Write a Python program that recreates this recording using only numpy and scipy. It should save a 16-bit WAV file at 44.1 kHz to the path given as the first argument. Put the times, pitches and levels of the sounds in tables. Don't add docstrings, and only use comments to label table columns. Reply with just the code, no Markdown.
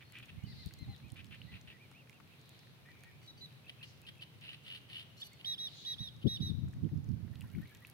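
import sys
import numpy as np
from scipy import signal
from scipy.fft import rfft, irfft, next_fast_len
from scipy.io import wavfile
from scipy.ndimage import uniform_filter1d, map_coordinates

SR = 44100
rng = np.random.default_rng(int(sys.argv[2]) if len(sys.argv) > 2 else 0)


def persist_wave(psi):
    counts = np.round(np.clip(psi, -1, 1) * 32767).astype(np.int16)
    wavfile.write(sys.argv[1], SR, np.atleast_2d(counts).T)


N = 349713

# frequency_hz, gain_db
THROAT_TONE = [(1500, -20), (2900, 7), (3800, 2), (4500, -8), (5750, -18), (7600, -46), (9500, -32),
               (11500, -28.5), (13400, -37), (16000, -60)]
# frequency_hz, gain_db
HISS_TONE = [(3500, 1.5), (4500, 16), (5600, 6), (7200, -44.5), (8500, 6), (10700, 8.5), (12000, -8.5),
             (15000, 2.5)]
# start_s, length_s, top_pitch_hz, fall_share, overtone_level_db, base_level_db, left_delay_ms
WHISTLE_NOTES = [(0.472, 0.063, 2037, .2, -64, -67.5, .55), (0.582, .06, 2075, 0.215, -60, -68.5, 0.53),
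                 (.782, 0.07, 2062, 0.18, -62.5, -68.5, 0.51), (0.885, 0.069, 2080, 0.24, -63, -70, .55),
                 (3.275, 0.037, 1975, 0.024, -53.5, -80, -0.086),
                 (3.408, .055, 2003, .03, -52.5, -77, -0.084), (5.217, 0.02, 1860, 0.17, -47, -69, -.125),
                 (5.445, .108, 1908, 0.15, -40, -66, -.44), (5.578, 0.11, 1923, 0.162, -42.5, -69, -0.439),
                 (5.848, 0.1, 1926, .17, -41.5, -66, -0.45), (5.981, 0.11, 1918, .13, -45.5, -71.5, -0.45),
                 (6.267, .11, 1935, 0.21, -41.5, -69.5, -0.44),
                 (6.403, .108, 1936, 0.063, -44.5, -73.5, -0.44)]


def whistles():
    near, thrown = np.zeros((2, 2, N))
    for start_s, length_s, top_hz, fall, db, base_db, lag_ms in WHISTLE_NOTES:
        effort = np.clip((db + 53) / 9, 0, 1)
        steep = 5 * min(length_s / .06, 1)
        hz, phase, swell = voice_box(length_s, top_hz, .21 * effort, fall, steep, jitter=.0044)
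        u = ramp(length_s)
        n = len(u)
        edge = (2 * u - 1) ** 2
        weak_ends = effort / (1 + (np.minimum(u, 1 - u) / .13) ** 6)
        drift = .00587 * wobble(23.3, n) + .0042 * wobble(171, n)
        drift += .03 * weak_ends * wobble(900, n)
        phase = phase + 2 * np.pi * np.cumsum(hz * drift) / SR
        air = amp(-23.5) * noise(resonance(3630, 740), n) + amp(-29.5) * noise(tone(HISS_TONE), n)
        air += amp(-26) * wobble(702, n) * np.sin(2 * phase)
        air *= np.sqrt(swell) * amp(10 * edge)
        pressure = np.sqrt(swell) * amp(-7 * weak_ends)
        voice = pressure * overtones(hz, phase, THROAT_TONE, dull_db=.4 * edge) + air
        base = pressure * np.sqrt(2) * np.sin(phase)
        add(near, start_s, amp(db) * voice + amp(base_db) * base, lag_ms, pan_db=11 * lag_ms)
        add(thrown, start_s, amp(-50.5 + 6 * effort ** 2) * (voice + amp(10) * air))
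    return near, thrown


# start_s, length_s, top_pitch_hz, bend_share, level_db
PEEP_NOTES = [(0.04, 0.11, 4400, 0.042, -70), (0.361, 0.088, 2240, .07, -69),
              (0.425, 0.057, 3040, .08, -65.5), (0.867, .075, 813, 0.062, -66.5),
              (1.019, 0.082, 2540, 0.14, -66), (1.47, 0.072, 2050, 0.062, -64),
              (1.715, 0.062, 1985, 0.07, -64.5), (1.78, 0.088, 2440, 0.17, -62.5),
              (1.934, 0.097, 2810, 0.24, -61.5), (2.112, 0.07, 2810, .19, -67),
              (2.296, 0.058, 2670, .17, -67), (2.852, 0.075, 2009, 0.116, -61.5),
              (3.048, .062, 1900, 0.053, -64), (5.314, 0.042, 2210, 0.096, -63.5),
              (5.434, 0.036, 2170, 0.057, -64)]


def peeps():
    out = np.zeros((2, N))
    for start_s, length_s, top_hz, bend, db in PEEP_NOTES:
        hz, phase, swell = voice_box(length_s, top_hz, bend, .83 * bend, 1.705, jitter=.008, late=1.3)
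        scratch = amp(-11) * noise(resonance(top_hz, .27 * top_hz), len(hz))
        add(out, start_s, amp(db) * swell * (np.sin(phase) + scratch), lag_ms=-.04)
    return out


# frequency_hz, gain_db
BILL_TONE = [(1500, -29), (3000, -5), (4450, -2.5), (5900, -10), (7400, -6), (9000, -21), (10500, -16),
             (12000, -4.5), (13500, -16), (15000, -32)]
# start_s, length_s, top_pitch_hz, fall_share, level_db, dulling_db_per_overtone
SQUEAK_NOTES = [(3.215, 0.075, 1510, 0.025, -68, 1.5), (3.365, 0.065, 1530, 0.016, -66, 2),
                (5.17, 0.034, 1425, 0.087, -62, 1), (5.199, .024, 1490, .05, -55, 0.8),
                (5.233, 0.047, 1496, 0.014, -59.5, -0.37)]


def squeaks():
    out = np.zeros((2, N))
    for start_s, length_s, top_hz, fall, db, dull_db in SQUEAK_NOTES:
        hz, phase, swell = voice_box(length_s, top_hz, rise=.0067, fall=fall, steep=2.9, jitter=.0046)
        air = amp(-8) * noise(resonance(4500, 2200), len(hz))
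        voice = overtones(hz, phase, BILL_TONE, dull_db) + air
        add(out, start_s, amp(db) * swell * voice, lag_ms=-.2)
    return out


def voice_box(length_s, top_hz, rise, fall, steep, jitter, late=1):
    u = ramp(length_s)
    n = len(u)
    slack = np.abs(2 * u - 1)
    lean = 2 * u ** late - 1
    droop = np.where(lean < 0, rise, fall) * np.abs(lean) ** steep
    droop += .0395 * np.maximum(u - .45, 0)
    hz = top_hz * (1 - droop + jitter * (wobble(581, n) + wobble(81.8, n)))
    flicker_db = (1 + 2 * slack ** 2) * wobble(235, n)
    swell = amp(-10 * slack ** 5 + flicker_db) * np.clip(14 * (1 - slack), 0, 1)
    return hz, 2 * np.pi * np.cumsum(hz) / SR, swell


def overtones(hz, phase, body, dull_db):
    out = np.zeros(len(hz))
    for k in range(2, 10):
        flicker_db = (k > 2) * 2 * wobble(144, len(hz))
        out += amp(along(body, k * hz) + flicker_db - (k - 2) * dull_db) * np.sin(k * phase)
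    return np.sqrt(2) * out


# start_s, rasp_count, spacing_s, length_s, level_db, force_0_to_1, pips_per_rasp
RASP_RUNS = [(.008, 1, 0, 0.028, -55, 0, 0), (.131, 1, 0, 0.077, -51, 0, 0),
             (0.226, 2, .055, 0.027, -53, 0.26, 0), (1.158, 2, .15, 0.059, -52, 0.2, 0),
             (1.517, 2, .157, 0.063, -53, 0.28, 0), (3.679, 2, .148, 0.026, -47.5, 0.77, 2),
             (4.066, 2, .143, 0.034, -48.5, 0.86, 2), (4.413, 1, 0, 0.15, -49.5, 0.62, 0),
             (4.639, 1, 0, .15, -48.5, .78, 0), (4.889, 1, 0, 0.15, -48, 0.79, 0),
             (5.392, 1, 0, 0.026, -55.5, 0.9, 0), (6.215, 1, 0, 0.027, -57.5, 0.97, 0)]


def rasps():
    out = np.zeros((2, N))
    for first_s, count, spacing_s, length_s, db, force, pips in RASP_RUNS:
        for start_s in first_s + spacing_s * np.arange(count):
            call = amp(db) * rasp(length_s, force)
            out[:, round(start_s * SR):][:, :call.shape[1]] += call
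            for k in range(pips):
                _, phase, swell = voice_box(.012, 2680, rise=.1, fall=.042, steep=.97, jitter=.0093)
                add(out, start_s - .016 - .0207 * k, amp(db - 7 - 8 * k) * swell * np.sin(phase))
    return out


def rasp(length_s, force):
    u = ramp(length_s)
    n = len(u)
    out = np.zeros((2, n))
    centre_hz, puffs_per_s, puff_fade_db = 2432 + 641 * force, 86, 5 + 5 * force
    cycle = np.cumsum(puffs_per_s * np.exp(.25 * wobble(90, n))) / SR
    sizes_db = 2.5 * rng.standard_normal(64)[cycle.astype(int)]
    rattle = unit(uniform_filter1d(amp(sizes_db - puff_fade_db * (cycle % 1)), size=40))
    arch = np.abs(np.sin(np.pi * u))
    flow = rattle * arch ** (.12 + .25 * force)
    ring_hz = centre_hz * (1 + .1 * (u - .5) + .025 * wobble(54.2, n))
    grain = wobble(380, n) + 1j * wobble(380, n)
    ring = unit(np.real(grain * np.exp(2j * np.pi * np.cumsum(ring_hz) / SR)) * np.sqrt(arch))
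    swell_db = 40 * length_s * (2 * arch ** 2 - 1.4)
    ring *= amp(swell_db - 2 - 10.5 * (1 - force))
    low_cut = lambda f: 1 + (.69 * centre_hz / (f + 1)) ** 8
    high_cut = lambda f: 1 + (f / (1.38 * centre_hz)) ** 20
    breath = amp(-6.5) * noise(lambda f: 1 / np.sqrt(low_cut(f) * high_cut(f)), n)
    add(out, 0, flow * (ring + breath), lag_ms=-.04 - .18 * force)
    for pan_db in (-20, 20):
        hiss = amp(-36.5 + 12.5 * force) * noise(tone(HISS_TONE), n)
        scatter = amp(-18) * noise(resonance(centre_hz, 900), n)
        add(out, 0, flow * (hiss + scatter), pan_db=pan_db)
    return out


# start_s, peak_db, pitch_hz, crack_share_db
BILL_SPLASHES = [(0.123, -45.5, 2333, -2), (0.1866, -46, 2390, -2.5), (.661, -40.5, 4130, .5),
                 (.738, -42, 4800, 2), (.963, -50.5, 3000, -11), (1.12, -45, 9600, -6),
                 (1.245, -46.5, 2780, -2), (1.9148, -49.5, 920, -5), (2.096, -46, 2500, -4),
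                 (2.201, -50, 1140, -12), (2.4932, -45.5, 3270, .5), (2.888, -53, 1740, -24),
                 (3.036, -44, 1940, -2.5), (4.0174, -45.5, 2765, 0), (5.333, -52.5, 7240, -7),
                 (7.3558, -48.5, 3280, -15), (7.4091, -42.5, 2800, -1), (7.749, -45.5, 2980, 0),
                 (7.87, -44, 12300, -2), (7.899, -44, 12400, -3)]


def dabbling():
    out = np.zeros((2, N))
    lowest_drip_hz, churn_start_s, churn_length_s = 1310, 7.33, .57
    for start_s, db, hz, crack_db in BILL_SPLASHES:
        pan_db = rng.normal(-1.6, 4.3)
        add(out, start_s, amp(db) * splash(hz, crack_db), pan_db=pan_db)
        for wait, pitch, size in rng.random((2, 3)):
            droplet = amp(db - 10.5 - 3.7 * size) * splash(lowest_drip_hz * 8 ** pitch, crack_db=-6)
            add(out, start_s - .03 * np.log(1 - wait), droplet, pan_db=pan_db)
    for when, pitch, size, side in rng.random((110, 4)):
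        start_s = when * N / SR
        range_db = 9.5 if start_s < 3.1 else 4.75
        drip = splash(lowest_drip_hz * 8 ** pitch, -9 * (1 - pitch))
        add(out, start_s, amp(-57 + range_db * size ** 3) * drip, lag_ms=.12 * (side - .5))
    t = np.arange(SR // 16) / SR
    for when, pitch, size, side in rng.random((70, 4)):
        hz = 1860 * np.exp(.2 * np.arctanh(1.99 * (pitch - .5)))
        bubble = np.sin(2 * np.pi * hz * t * (1 + t))
        bubble *= fade(t, .094) * (1 - np.exp(-t / .0003))
        spray = amp(8.5) * splash(12000, crack_db=-9)
        churn = amp(-71.5 + 7.2 * size ** 2) * (bubble + spray)
        add(out, churn_start_s + churn_length_s * when, churn, lag_ms=.067 * (side - .5))
    return out


# frequency_hz, gain_db
CRACK_TONE = [(1500, -14), (4000, 6.5), (7000, 5), (9500, 6.5), (15000, 1.5)]


def splash(hz, crack_db):
    t = np.arange(SR // 16) / SR
    ring = noise(resonance(hz, 500 + .3 * hz), len(t)) * fade(t, .015 * (2800 / hz) ** .45)
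    crack = noise(tone(CRACK_TONE), len(t)) * fade(t, .006)
    share = min(amp(crack_db), .97)
    x = np.sqrt(1 - share ** 2) * ring + share * crack
    return x / np.abs(x).max()


# start_s, peak_db, pitch_hz, fade_s
BUBBLE_PLOPS = [(1.4168, -41.5, 2690, 0.012), (7.337, -56, 1800, .03), (7.417, -47.5, 2560, 0.015),
                (7.439, -57, 976, 0.047), (7.55, -48, 2110, 0.017), (7.63, -55, 1850, .06),
                (7.656, -51, 2110, 0.021), (7.698, -60.5, 2240, 0.088), (7.715, -61, 1695, .13),
                (7.821, -58, 1920, 0.11), (7.849, -42, 2380, 0.012)]


def plops():
    out = np.zeros((2, N))
    t = np.arange(SR // 8) / SR
    for start_s, db, hz, fade_s in BUBBLE_PLOPS:
        ring = np.sin(2 * np.pi * hz * t * (1 + .0043 * t / fade_s ** 2))
        ring *= fade(t, fade_s) * (1 - np.exp(-t / .00016))
        add(out, start_s, amp(db) * ring / np.abs(ring).max())
    return out


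# start_s, length_s, pitch_hz, width_hz, relative_level_db
FAR_WHEEZES = [(0.454, 0.12, 4600, 696, -74), (0.529, 0.17, 4200, 900, -71.5),
               (1.342, 0.27, 4050, 604, -80), (2.376, 0.39, 3900, 1140, -80),
               (2.846, 0.36, 2320, 300, -78.5), (3.831, 0.1, 4750, 2200, -75.5),
               (5.675, 0.27, 3820, 1320, -66.5), (5.745, 0.086, 6440, 887, -76.5)]


def far_birds():
    out = np.zeros((2, N))
    for start_s, length_s, hz, width_hz, db in FAR_WHEEZES:
        u = ramp(length_s)
        swell = amp(db - 1.5) * np.abs(np.sin(np.pi * u ** .88)) ** .51
        for lag_ms, pan_db in ((-.25, -22), (-.1, 23.5)):
            add(out, start_s, swell * noise(resonance(hz, width_hz), len(u)), lag_ms, pan_db)
    return out


# frequency_hz, gain_db
WIND_TONE = [(20, -64), (35, -31), (60, -13), (100, 2.5), (150, 1.5), (250, -6), (380, -20.5), (520, -33.5),
             (1200, -94)]
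# time_s, level_db, left_minus_right_db
BREEZE_LEVELS = [(.1, -74, -2), (.42, -51.5, -11.5), (.9, -51.5, 6.5), (1.15, -57, -17), (1.7, -56.5, 1.5),
                 (1.85, -77.5, 6), (5.85, -69.5, 7), (6.449, -41, 15.5), (7.05, -45.5, -17),
                 (7.62, -48, -11), (7.88, -67, -2)]
# middle_s, loud_part_s, relative_level_db, side (0 left, 1 right)
WIND_PUFFS = [(.385, 0.028, -44, 1), (.439, 0.019, -38.5, 1), (.669, 0.019, -38, 0),
              (.822, 0.021, -41.5, 0), (.888, 0.044, -44, 1), (1.129, 0.023, -44, 1),
              (6.015, 0.037, -41.5, 1), (6.264, 0.035, -24, 0), (6.419, 0.055, -35, 1),
              (6.505, 0.054, -35, 0), (6.585, 0.0204, -35.5, 0), (6.849, 0.057, -33, 1),
              (6.931, 0.025, -35, 0), (7.245, .04, -40, 1), (7.581, 0.055, -37, 0)]


def wind():
    times_s, levels_db, leans_db = np.transpose(BREEZE_LEVELS)
    level_db, lean_db = over_time(times_s, levels_db), over_time(times_s, leans_db)
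    out = np.zeros((2, N))
    for side, sign in enumerate((1, -1)):
        breeze = noise(tone(WIND_TONE, speed=.86), N)
        lumps = amp(6 * np.minimum(wobble(22), 1.5))
        out[side] = amp(level_db + sign * lean_db / 2) * unit(breeze * lumps)
    for middle_s, loud_part_s, db, side in WIND_PUFFS:
        u = ramp(1.6 * loud_part_s)
        rush = noise(tone(WIND_TONE, speed=amp(.21 * (db + 33))), len(u))
        puff = unit(rush * np.sin(np.pi * u) ** 2)
        slot = out[side, round(middle_s * SR) - len(u) // 2:][:len(u)]
        slot += amp(db - .5) * puff[:len(slot)]
    return out


# frequency_hz, gain_db
AIR_TONE = [(25, -50), (45, -28), (77, -11), (117, 0.5), (187, -10.5), (546, -19), (1500, -25),
            (2700, -27.5), (4300, -29), (6500, -35), (7100, -41.5), (11500, -36.5), (15500, -38)]
# frequency_hz, gain_db
REED_TONE = [(900, -12.5), (1700, -1.5), (2500, 3), (4200, -2), (5400, -26), (8000, -15.5)]
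# time_s, level_db
REED_LEVELS = [(0, -69), (1.5, -69.5), (2.1, -70.5), (4, -69.5), (5.7, -69), (6.9, -80), (7.93, -69.5)]


def background():
    reeds = amp(over_time(*np.transpose(REED_LEVELS)) + 1.4 * wobble(9)) * outdoor_noise(REED_TONE)
    swell = amp(over_time([2, 3.5, 5.5], [-69, -62, -66]))
    rumble = np.array([noise(resonance(141.6, 47), N) for side in range(2)])
    return amp(-61.5) * outdoor_noise(AIR_TONE) + swell * rumble + reeds


# frequency_hz, likeness (1 the same, 0 unrelated, -1 opposite)
SIDE_LIKENESS = [(100, 1), (500, 0.43), (2000, -0.16), (4000, -0.15), (12000, -0.033)]


def outdoor_noise(colour):
    turn = lambda f: np.arccos(along(SIDE_LIKENESS, f)) / 2
    gains = lambda f: amp(along(colour, f)) * [np.cos(turn(f)), np.sin(turn(f))]
    shared, opposed = filtered(rng.standard_normal((2, N)), gains)
    return unit(np.array([shared + opposed, shared - opposed]))


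def echo(x, fade_s, level_db):
    t = np.arange(SR) / SR
    tail = rng.standard_normal((2, SR)) * fade(t, fade_s) * (1 - np.exp(-t / .0019))
    return amp(level_db) * signal.fftconvolve(x, tail / np.linalg.norm(tail[0]), axes=1)[:, :N]


def amp(db):
    return 10 ** (np.asarray(db) / 20)


def fade(t, fade_s):
    return amp(-60 * t / fade_s)


def unit(x):
    return x / np.sqrt(np.mean(x ** 2) + 1e-20)


def ramp(length_s):
    return np.linspace(0, 1, max(int(length_s * SR), 64))


def over_time(times_s, values):
    return np.interp(np.arange(N) / SR, times_s, values)


def along(points, hz):
    frequencies, values = np.transpose(points)
    return np.interp(np.log(hz + 1), np.log(frequencies + 1), values)


def tone(points, speed=1):
    return lambda f: amp(along(points, f / speed))


def resonance(centre_hz, width_hz):
    return lambda f: 1 / (1 + ((f * f - centre_hz ** 2) / (f * width_hz + 1)) ** 2)


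def wobble(per_s, size=N):
    points = rng.standard_normal(int(size * per_s / SR) + 4)
    return map_coordinates(points, [np.arange(size) * per_s / SR])


def filtered(x, gain):
    n = x.shape[-1]
    padded = next_fast_len(n + 1024)
    return irfft(rfft(x, padded) * gain(np.fft.rfftfreq(padded, 1 / SR)), padded)[..., :n]


def noise(gain, size):
    return unit(filtered(rng.standard_normal(size), gain))


def add(out, start_s, x, lag_ms=0, pan_db=0):
    for side, sign in enumerate((1, -1)):
        delay_s = sign * lag_ms / 2000
        part = filtered(np.pad(x, (0, 32)), lambda f: np.exp(-2j * np.pi * f * delay_s))
        slot = out[side, max(round(start_s * SR), 0):][:len(part)]
        slot += amp(sign * pan_db / 2) * part[:len(slot)]


def scene():
    whistling, thrown = whistles()
    peeping, squeaking, rasping = peeps(), squeaks(), rasps()
    water = dabbling() + plops()
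    far = far_birds()
    calls = whistling + peeping + squeaking + rasping
    bank = echo(calls, fade_s=.035, level_db=-11)
    bright_squeaks = amp(12) * filtered(squeaking, resonance(4450, 1800))
    toward_trees = thrown + peeping + bright_squeaks + amp(4) * rasping + amp(1) * water
    trees = echo(toward_trees, fade_s=.85, level_db=-15) + echo(far, fade_s=.83, level_db=-3.5)
    return calls + water + far + bank + trees + wind() + background()


def record(dry):
    return filtered(dry, lambda f: f < 15830)


dry = scene()
out = record(dry)
persist_wave(out)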